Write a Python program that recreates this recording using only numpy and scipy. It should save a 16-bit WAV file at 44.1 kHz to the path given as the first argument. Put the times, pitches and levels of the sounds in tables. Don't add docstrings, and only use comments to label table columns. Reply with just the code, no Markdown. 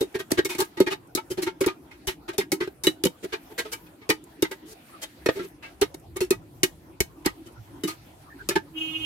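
import sys
import numpy as np
from scipy import signal
from scipy.io import wavfile
from scipy.ndimage import uniform_filter1d

SR = 44100
rng = np.random.default_rng(int(sys.argv[2]) if len(sys.argv) > 2 else 0)


def dump_mix(stems):
    frames = np.atleast_2d(stems).T
    limited = np.clip(frames, -1, 1)
    pcm = np.round(limited * 32767).astype(np.int16)
    wavfile.write(sys.argv[1], SR, pcm)


N = 399100


def undb(db):
    return 10 ** (np.asarray(db) / 20)


def level(x, db):
    return x * undb(db) / np.sqrt(np.mean(x ** 2))


def crest(x, db, ms):
    power = uniform_filter1d(np.mean(x ** 2, axis=0), int(ms * SR / 1000))
    return x * undb(db) / np.sqrt(power.max())


def band(x, low_hz, high_hz):
    return signal.sosfilt(signal.butter(2, [low_hz, high_hz], "band", fs=SR, output="sos"), x)


def smooth(x, samples):
    return uniform_filter1d(uniform_filter1d(x, samples), samples)


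def wander(per_s):
    hold = int(SR / per_s)
    return 1.3 * smooth(np.repeat(rng.standard_normal(N // hold + 1), hold), hold)[:N]


def curve(table):
    return np.interp(np.arange(N) / SR, *np.transpose(table))


def add(out, sound, start_s):
    at = int(start_s * SR)
    out[:, at:at + sound.shape[1]] += sound[:, :N - at]


def ring(tones, gain_db, phase):
    hz, db, fade_s = np.transpose(tones)
    waves = np.exp(np.outer(2j * np.pi * hz - np.log(1000) / fade_s, np.arange(3072) / SR))
    return np.imag((undb(db + gain_db) * np.exp(1j * phase)) @ waves)


def detune(tones, share):
    return np.array(tones) * (1 + share * rng.standard_normal((len(tones), 1)) * [1, 0, 0])


def drive(ringing, taps):
    return signal.fftconvolve(ringing, taps[None], axes=1)[:, :len(taps)]


# pitch_hz, relative_db, fade_s
AIR_TONES = [(184.5, 0, 0.063), (306.4, -17.5, 0.65), (336.8, 1.5, 0.17), (392.9, 7.5, 0.093),
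             (513, -5, 0.079)]
AIR_DETUNE = 0.044

def air_thump(t, swell, fall, taps, air_hz):
    lag = np.array([[0], [.4]])
    tone = swell * undb(-10.5 * fall) * np.sin(2 * np.pi * air_hz * t + lag)
    air = ring(detune(AIR_TONES, AIR_DETUNE), rng.standard_normal(len(AIR_TONES)), lag)
    air = crest(drive(air, taps * swell * undb(-30 * fall)), -2.5, ms=6.8)
    return band(band(tone + air, 0.47 * air_hz, 1.29 * air_hz), 213, 770)


# pitch_hz, relative_db, fade_s
PAN_TONES = [(651, -6, 0.11), (884, -1.5, 0.097), (1229, -8, 0.29), (1633, -9.5, 0.28), (1904, -3.5, 0.1),
             (2200, -0.5, 0.097), (2480, -5.5, 0.13), (2967, -4, 0.1), (3226, -5.5, 0.031),
             (3740, 3.5, 0.065), (4275, 3.5, 0.07), (4800, -6, 0.062), (5490, 3, 0.08)]

def pan_ring(t, swell, fall, taps, rise_ms, fall_ms, crack_over_ring_db, main_hz, second_hz):
    pan_hz = np.array(PAN_TONES)[:, 0]
    nearby_db = 5.2 * np.exp(-(np.log(pan_hz / main_hz) / 0.3) ** 2)
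    random_db = 3.5 * rng.standard_normal(len(pan_hz))
    db_per_octave = -.25 * rise_ms + 0.51 * min(crack_over_ring_db - 4.5, 0)
    dull_db = db_per_octave * np.log2(pan_hz / 1800).clip(0)
    tones = detune(PAN_TONES, share=0.015)
    metal = ring(tones, nearby_db + random_db + dull_db, 2 * np.pi * rng.random((2, len(tones))))
    lag = np.array([[0], [np.pi / 2]])
    metal += ring([(main_hz, 8, 0.089), (second_hz, 6.5, 0.089)], -.3 * rise_ms, lag * [1, -1])
    metal = crest(drive(metal, taps[1] * swell * undb(-18 * fall)), 0, ms=0.77)
    rattle = band(taps[1:] * swell * undb(-7 * fall), 960, 3660)
    rattle = crest(rattle, -5.5 + min(0.16 * rise_ms, 3), ms=1)
    sharpness = 1.31 * np.exp(-rise_ms / 7 - (fall_ms / 36) ** 2)
    ping = np.sin(2 * np.pi * main_hz * t + lag) + undb(-1.5) * np.sin(2 * np.pi * second_hz * t - lag)
    ping *= swell * undb(-6 * fall - 0.52 * np.maximum(1000 * t - rise_ms, 0))
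    return metal + rattle + sharpness * ping


def hull_crack(t, swell, fall, cut_short, crack_db):
    grit = undb(2.77 * rng.exponential(size=len(t)))
    burst = np.clip((crack_db + 29) / 4, 0, 1)
    attack = swell + burst * (1 - swell)
    fade = 0.4 * burst * np.exp(-t / 0.0036) + undb(-16 * fall) + 0.024 * undb(-4 * fall) * cut_short
    spray = rng.standard_normal((4, len(t))) * grit * attack * fade
    lower = np.array([[.9], [1.1]]) * band(spray[:2], 4160, 8270)
    upper = np.array([[1.1], [.45]]) * band(spray[2:], 8300, 13900)
    return lower + upper


def corn_hit(air_hz, rise_ms, fall_ms, thump_db, ring_db, crack_db, main_hz, second_hz):
    t = np.arange(6144) / SR
    ms = 1000 * t
    swell = np.clip(ms / rise_ms, 0, 1) ** 0.71
    fall = np.maximum(ms - rise_ms, 0) / max(fall_ms, 4)
    taps = rng.standard_normal((3, len(t))) * undb(2.2 * rng.exponential(size=(3, len(t))))
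    cut_short = undb(-3 * fall ** 2) + 0.12 * np.exp(-ms / 50)
    thump = air_thump(t, swell, fall, taps[0], air_hz)
    thump = crest(thump * cut_short, thump_db, ms=12.9) * undb([[-.8], [.8]])
    metal = pan_ring(t, swell, fall, taps, rise_ms, fall_ms, crack_db - ring_db, main_hz, second_hz)
    crack = hull_crack(t, swell, fall, cut_short, crack_db)
    return thump + crest(metal * cut_short, ring_db, ms=5.2) + crest(crack, crack_db, ms=1.44)


def stove_shake(hz, db):
    t = np.arange(6000) / SR
    wave = np.array([[1.4], [.6]]) * np.sin(2 * np.pi * hz * t - np.array([[0], [1.2]]))
    return undb(db) * wave * np.exp(-t / 0.007) * np.clip(t * hz * 4, 0, 1)


def steam(db):
    t = np.arange(13000) / SR
    return undb(db) * band(rng.standard_normal((2, len(t))), 5500, 15500) * np.exp(-t / 0.13)


# start_s, rise_ms, fall_ms, thump_db, ring_db, crack_db, main_pitch_hz, second_pitch_hz
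CORN_HITS = [(0.006, 4.7, 24, -19.5, -30.5, -32, 3760, 810), (0.142, 15, 16, -24, -31, -40, 1830, 2320),
             (0.188, 15.2, 18, -32, -32.5, -40, 1580, 3300), (0.305, 3.6, 41, -33, -30, -37, 680, 910),
             (0.317, 3.5, 3.4, -17.5, -24, -17.5, 650, 1930),
             (0.372, 20.3, 11.8, -15, -19.5, -35, 1890, 1670),
             (0.448, 8.5, 14, -27, -27, -26.5, 2230, 3720), (0.488, 14.6, 60, -34, -30.5, -34, 2510, 925),
             (0.548, 2.9, 11, -35, -35.5, -38, 896, 2350), (0.581, 9.3, 38, -22.5, -29, -30, 1135, 830),
             (0.603, 1.1, 14, -30, -23, -20.5, 897, 4258), (0.616, 4.9, 12.6, -25, -28, -30, 903, 1660),
             (0.769, 6.2, 31, -32.5, -34.5, -49, 880, 1970), (0.802, 0.67, 19, -9, -25, -24.5, 640, 884),
             (0.862, 13.3, 18, -25.5, -25, -42, 1878, 2410),
             (0.9, 28.4, 16.2, -31, -27.5, -37.5, 880, 2995), (1.15, 1.4, 18, -24, -29, -19, 3950, 4300),
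             (1.172, 3.9, 19.5, -29.5, -28, -64, 887, 1312), (1.3, 15, 23, -26.5, -37, -34.5, 3100, 5023),
             (1.371, 11, 31, -24, -34.5, -45, 890, 780), (1.419, 11.3, 20.4, -26.5, -31, -28.5, 2260, 4030),
             (1.462, 13.5, 22, -23.5, -28.5, -44, 1390, 896),
             (1.606, 7.3, 18.6, -18.5, -28, -28.5, 1110, 2560),
             (1.634, 8.9, 11, -55, -29.5, -50, 2050, 1386), (1.662, 1.8, 15, -16.5, -32, -25, 1210, 1820),
             (1.675, 1.9, 29, -33, -27, -51, 924, 2430), (1.909, 7.1, 43, -72, -44.5, -60, 2175, 2505),
             (2.07, 11.2, 28.4, -30.5, -25.5, -26.5, 3042, 880),
             (2.279, 12.2, 21, -30.5, -32, -43.5, 1280, 1520), (2.327, 9.8, 25, -47, -43, -50.5, 633, 3740),
             (2.38, 4.2, 21.5, -19.5, -26.5, -23, 820, 3600),
             (2.401, 8.6, 19.6, -34.5, -30.5, -60, 2110, 900),
             (2.518, 2.3, 21.4, -20.5, -24, -20, 833, 2200),
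             (2.602, 7.8, 36.6, -24.5, -28, -43.5, 2010, 1553),
             (2.673, 2.6, 9.2, -29.5, -41.5, -50, 1550, 730),
             (2.836, 2.7, 44, -33.5, -30, -25.5, 3750, 2210),
             (2.869, 0.74, 15.3, -13, -14.5, -19, 2940, 3920),
             (3.037, 1.1, 6.5, -19.5, -24, -19, 2850, 3440),
             (3.05, 5.8, 13.5, -17.5, -26.5, -19.5, 3040, 2590),
             (3.067, 2.9, 5, -49, -27, -29.5, 3100, 910), (3.226, 23, 11, -30, -36, -43, 630, 1633),
             (3.322, 14, 19, -30, -28, -43, 1640, 2430), (3.496, 31, 7.4, -41.5, -49, -59, 890, 2180),
             (3.578, 15.8, 22, -32.5, -24.5, -28.5, 1950, 665),
             (3.646, 9.3, 37, -37.5, -39, -52, 634, 1280), (3.716, 17.8, 19, -41.5, -32, -30, 2976, 1620),
             (3.862, 8, 20, -66, -55.5, -58, 2540, 3320), (4.012, 8.1, 44, -54, -49, -78, 900, 2220),
             (4.091, 1.2, 30, -18, -26, -27, 2480, 4720), (4.099, 4.1, 14, -21.5, -15.5, -21.5, 2413, 1950),
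             (4.423, 3.9, 11.6, -15.5, -23.5, -19, 3630, 2880), (4.443, 7.9, 17, -45, -30, -61, 2048, 1560),
             (4.511, 4.3, 23, -35, -34, -38, 1986, 1610), (4.653, 78, 8.4, -48, -53.5, -44.5, 885, 1880),
             (5.015, 23.4, 13, -45.5, -35, -32.5, 3170, 2010),
             (5.259, 3.6, 11, -19.5, -21.5, -31, 1830, 526), (5.285, 3.9, 9, -17, -24.5, -70, 1800, 1210),
             (5.287, 2, 14, -34, -19, -70, 525, 650), (5.351, 18, 45, -30, -40, -50, 640, 2190),
             (5.391, 3.5, 39, -30, -36, -75, 1365, 2020), (5.42, 32, 11, -34.5, -47.5, -49, 2680, 2090),
             (5.623, 11, 57, -74, -39, -59, 2660, 2270), (5.813, 7.3, 16.5, -15, -20, -23, 884, 2170),
             (5.941, 5.4, 5.5, -38.5, -41, -40, 780, 2190), (6.158, 10, 23.4, -30, -35, -39, 1205, 1910),
             (6.205, 1.9, 32, -20, -30, -30.5, 1950, 2700), (6.306, 1.8, 13.4, -14.5, -24, -19, 2545, 4220),
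             (6.322, 0.91, 19, -33, -32, -54, 1944, 1240),
             (6.632, 0.45, 15.2, -18.5, -16.5, -11.5, 2206, 2930),
             (7.004, 0.37, 12, -22, -20, -15.5, 2215, 2990), (7.247, 25.5, 3.7, -37, -26.5, -36, 920, 2380),
             (7.259, 4.8, 5.6, -17.5, -23.5, -20.5, 830, 4790),
             (7.274, 0.84, 24, -52, -27.5, -76, 1230, 1930), (7.456, 17, 17, -45.5, -52, -52, 684, 3070),
             (7.835, 2, 25, -24, -33, -31.5, 2960, 2070),
             (7.872, 10.5, 38.4, -34.5, -31, -32.5, 1240, 4312),
             (8.488, 1.5, 17.6, -23.5, -27, -19, 1233, 2990), (8.506, 1.8, 30, -34, -29, -43, 1750, 1336),
             (8.554, 7.3, 14.6, -18.5, -18, -35.5, 1732, 875)]
# time_s, pitch_hz
THUMP_PITCH = [(0, 376.5), (3.2, 356.7), (3.35, 468), (4.15, 428), (4.4, 356.3), (5.0, 505), (5.26, 474),
               (5.3, 378), (5.8, 380), (7.0, 360), (7.3, 343), (7.85, 322), (8.5, 361)]

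def popcorn():
    out = np.zeros((2, N))
    for start_s, *hit in CORN_HITS:
        rise_ms, _, thump_db, _, crack_db, _, _ = hit
        air_shift, shake_shift = rng.standard_normal(2)
        air_hz = np.interp(start_s, *np.transpose(THUMP_PITCH)) * (1 + AIR_DETUNE * air_shift)
        add(out, corn_hit(air_hz, *hit), start_s)
        shake = stove_shake(hz=110 * np.exp(0.27 * shake_shift), db=min(thump_db, -15) - 8.5)
        add(out, shake, start_s + rise_ms / 2000)
        add(out, steam(crack_db - 44.5), start_s + rise_ms / 1000)
    return out


def wall_echo(sound, fade_s=0.12, echo_db=-13):
    t = np.arange(12000) / SR
    tail = rng.standard_normal((2, len(t))) * undb(-60 * t / fade_s) * np.clip(t / 0.0038, 0, 1)
    tail /= np.sqrt(np.sum(tail ** 2, axis=1, keepdims=True))
    return undb(echo_db) * signal.fftconvolve(sound, tail, axes=1)[:, :N]


def flickering_noise(shape, flicker_db, alike_hz):
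    hz, db = np.transpose(shape)
    out = 0
    for band_hz in np.exp(np.arange(np.log(hz[0]), np.log(hz[-1]), np.log(2) / 2.5)):
        shared, side = band(rng.standard_normal((2, N)), band_hz / 1.218, band_hz * 1.061)
        apart = np.clip((band_hz / alike_hz) ** 2, .2, 1)
        gain = undb(np.interp(np.log(band_hz), np.log(hz), db) + flicker_db * wander(24))
        out += gain * np.array([shared + apart * side, shared - apart * side]) / np.sqrt(1 + apart ** 2)
    return level(out, 0)


# pitch_hz, relative_db
RUMBLE_SHAPE = [(190, -9), (230, -19.5), (310, 3.5), (400, -17.5), (900, -12.5), (1600, -35), (3000, -62)]

def kitchen_rumble():
    return undb(-51.5) * flickering_noise(RUMBLE_SHAPE, flicker_db=4, alike_hz=740)


# pitch_hz, relative_db
HISS_SHAPE = [(1500, 19.5), (3000, 16), (6500, 8), (9500, 7.5), (12500, 16.5), (15500, 4.5)]
# time_s, level_db
BURNER_LEVEL = [(0, -58.5), (1.1, -63), (3.1, -63), (3.3, -54), (3.75, -55.5), (3.9, -61), (4.6, -59),
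                (4.72, -56), (4.9, -57), (5.25, -55.5), (5.33, -47.5), (5.47, -55), (5.52, -62.5),
                (6.8, -63), (8.4, -58), (9.05, -66)]

def burner_hiss():
    hiss = flickering_noise(HISS_SHAPE, flicker_db=3, alike_hz=700)
    return hiss * undb(curve(BURNER_LEVEL) + 0.89 * wander(8.1))


# pitch_hz, relative_db
DRONE_SHAPE = [(22, -40), (60, -3.5), (90, -8), (130, -4), (185, -6.5)]

def street_drone(far_db=-58, near_db=-51.5, near_s=5.7, rise_s=0.14):
    level_db = curve([(near_s, far_db), (near_s + rise_s, near_db)])
    return undb(level_db) * flickering_noise(DRONE_SHAPE, flicker_db=4.5, alike_hz=314)


# start_s, level_db
OIL_SPITS = [(0.65, -45), (4.2398, -46), (5.485, -52), (6.1673, -31.5)]

def oil_spits(faint_per_s=3):
    out = np.zeros((2, N))
    t = np.arange(1500) / SR
    chance = rng.random((int(faint_per_s * N / SR), 2))
    faint = [(when * N / SR, -63 + 8 * size ** 2) for when, size in chance]
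    for start_s, db in list(OIL_SPITS) + faint:
        tick = band(rng.standard_normal((2, len(t))) * np.exp(-t / 0.0048), 6800, 12000)
        add(out, crest(tick, db, ms=2.5), start_s)
    return out


# start_s, pitch_hz, length_ms, level_db
SOFT_TONES = [(3.321, 1570, 85, -56.5), (4.918, 1230, 67, -48), (7.55, 1414, 53, -54.5),
              (8.255, 1200, 57, -51), (8.295, 1760, 63, -49), (8.387, 1535, 48, -41.5)]

def soft_tones(faint_per_s=5.5):
    out = np.zeros((2, N))
    chance = rng.random((int(faint_per_s * N / SR), 3))
    faint = [(when * N / SR, 830 * 2 ** (1.2 * high), 46, -63.5 + 9 * size - 6 * high)
             for when, high, size in chance]
    for start_s, hz, ms, db in list(SOFT_TONES) + faint:
        length = int(ms * SR / 1000)
        tone = band(rng.standard_normal((2, 4410)), hz - 75, hz + 75)[:, -length:]
        add(out, level(tone, db) * np.sin(np.pi * np.arange(length) / length), start_s)
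    return out


# start_s, pitch_hz, level_db
STOVE_JOLTS = [(2.075, 56, -21), (7.004, 73, -15)]

def stove_jolts():
    out = np.zeros((2, N))
    for start_s, hz, db in STOVE_JOLTS:
        add(out, stove_shake(hz, db), start_s)
    return out


# time_s, level_db
HORN_THROB = [(8.75, -36.5), (8.786, -26.5), (8.798, -42), (8.818, -26.5), (8.87, -39), (8.888, -32.5),
              (8.928, -40.5), (8.962, -22.5), (8.99, -41), (9.01, -31), (9.05, -31.5)]
HORN_OVERTONES = [-33, -32, -26, -37, -30, -17, -6.5, 1, -5, -14, -25, -26, -30]

def car_horn(start_s=8.71, pitch_hz=320.2, sag_hz_per_s=12, rise_s=0.07, average_db=-34.5):
    start = int(start_s * SR)
    t = np.arange(N - start) / SR
    phase = 2 * np.pi * (pitch_hz * t - sag_hz_per_s * t ** 2 / 2)
    clatter = [(k, -34 + 3.5 * np.cos((k - 20) / 2)) for k in range(15, 46)]
    throb_db = smooth(curve(HORN_THROB), 300)[start:] - average_db
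    sides = np.array([[.5], [-.5]])
    buzz = np.zeros((2, len(t)))
    for k, tone_db in list(enumerate(HORN_OVERTONES, start=2)) + clatter:
        level_waver, phase_waver = 29 * smooth(rng.standard_normal((2, 2, len(t))), 700)
        db = average_db + tone_db + throb_db * np.exp(-((k - 9) / 1.9) ** 2)
        side_db = -5.5 * sides * np.tanh((24 - k) / 8)
        gain = undb(db + side_db + (2.6 + .05 * k) * level_waver)
        left_lead = -1.7 + np.pi * (k % 2 == 0)
        shift = (.25 + .025 * k) * phase_waver + left_lead * sides + 2 * np.pi * rng.random()
        buzz += gain * np.sin(k * phase + shift)
    buzz *= np.clip((t - 0.01) / rise_s, 0, 1) ** 2
    low_gain = np.sqrt(2) * undb(-40.5 + 2.5 * wander(45)[start:] - 4.2 * sides)
    low_tone = low_gain * np.sin(phase + .4 * wander(40)[start:])
    rolling_car = level(band(rng.standard_normal((2, len(t))), 340, 1300), -53)
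    horn = (buzz + low_tone + rolling_car) * np.clip(t / rise_s, 0, 1)
    return np.pad(horn, ((0, 0), (start, 0)))


def scene():
    corn = popcorn() + stove_jolts()
    brief_sounds = corn + wall_echo(corn) + oil_spits() + soft_tones()
    return brief_sounds + kitchen_rumble() + burner_hiss() + street_drone() + car_horn()


def record(dry):
    rounded = np.tanh(dry * .8) / .8
    thinned = signal.sosfilt(signal.butter(2, 32, "high", fs=SR, output="sos"), rounded)
    return signal.sosfilt(signal.ellip(8, .2, 70, 16000, fs=SR, output="sos"), thinned)


dry = scene()
out = record(dry)
dump_mix(out)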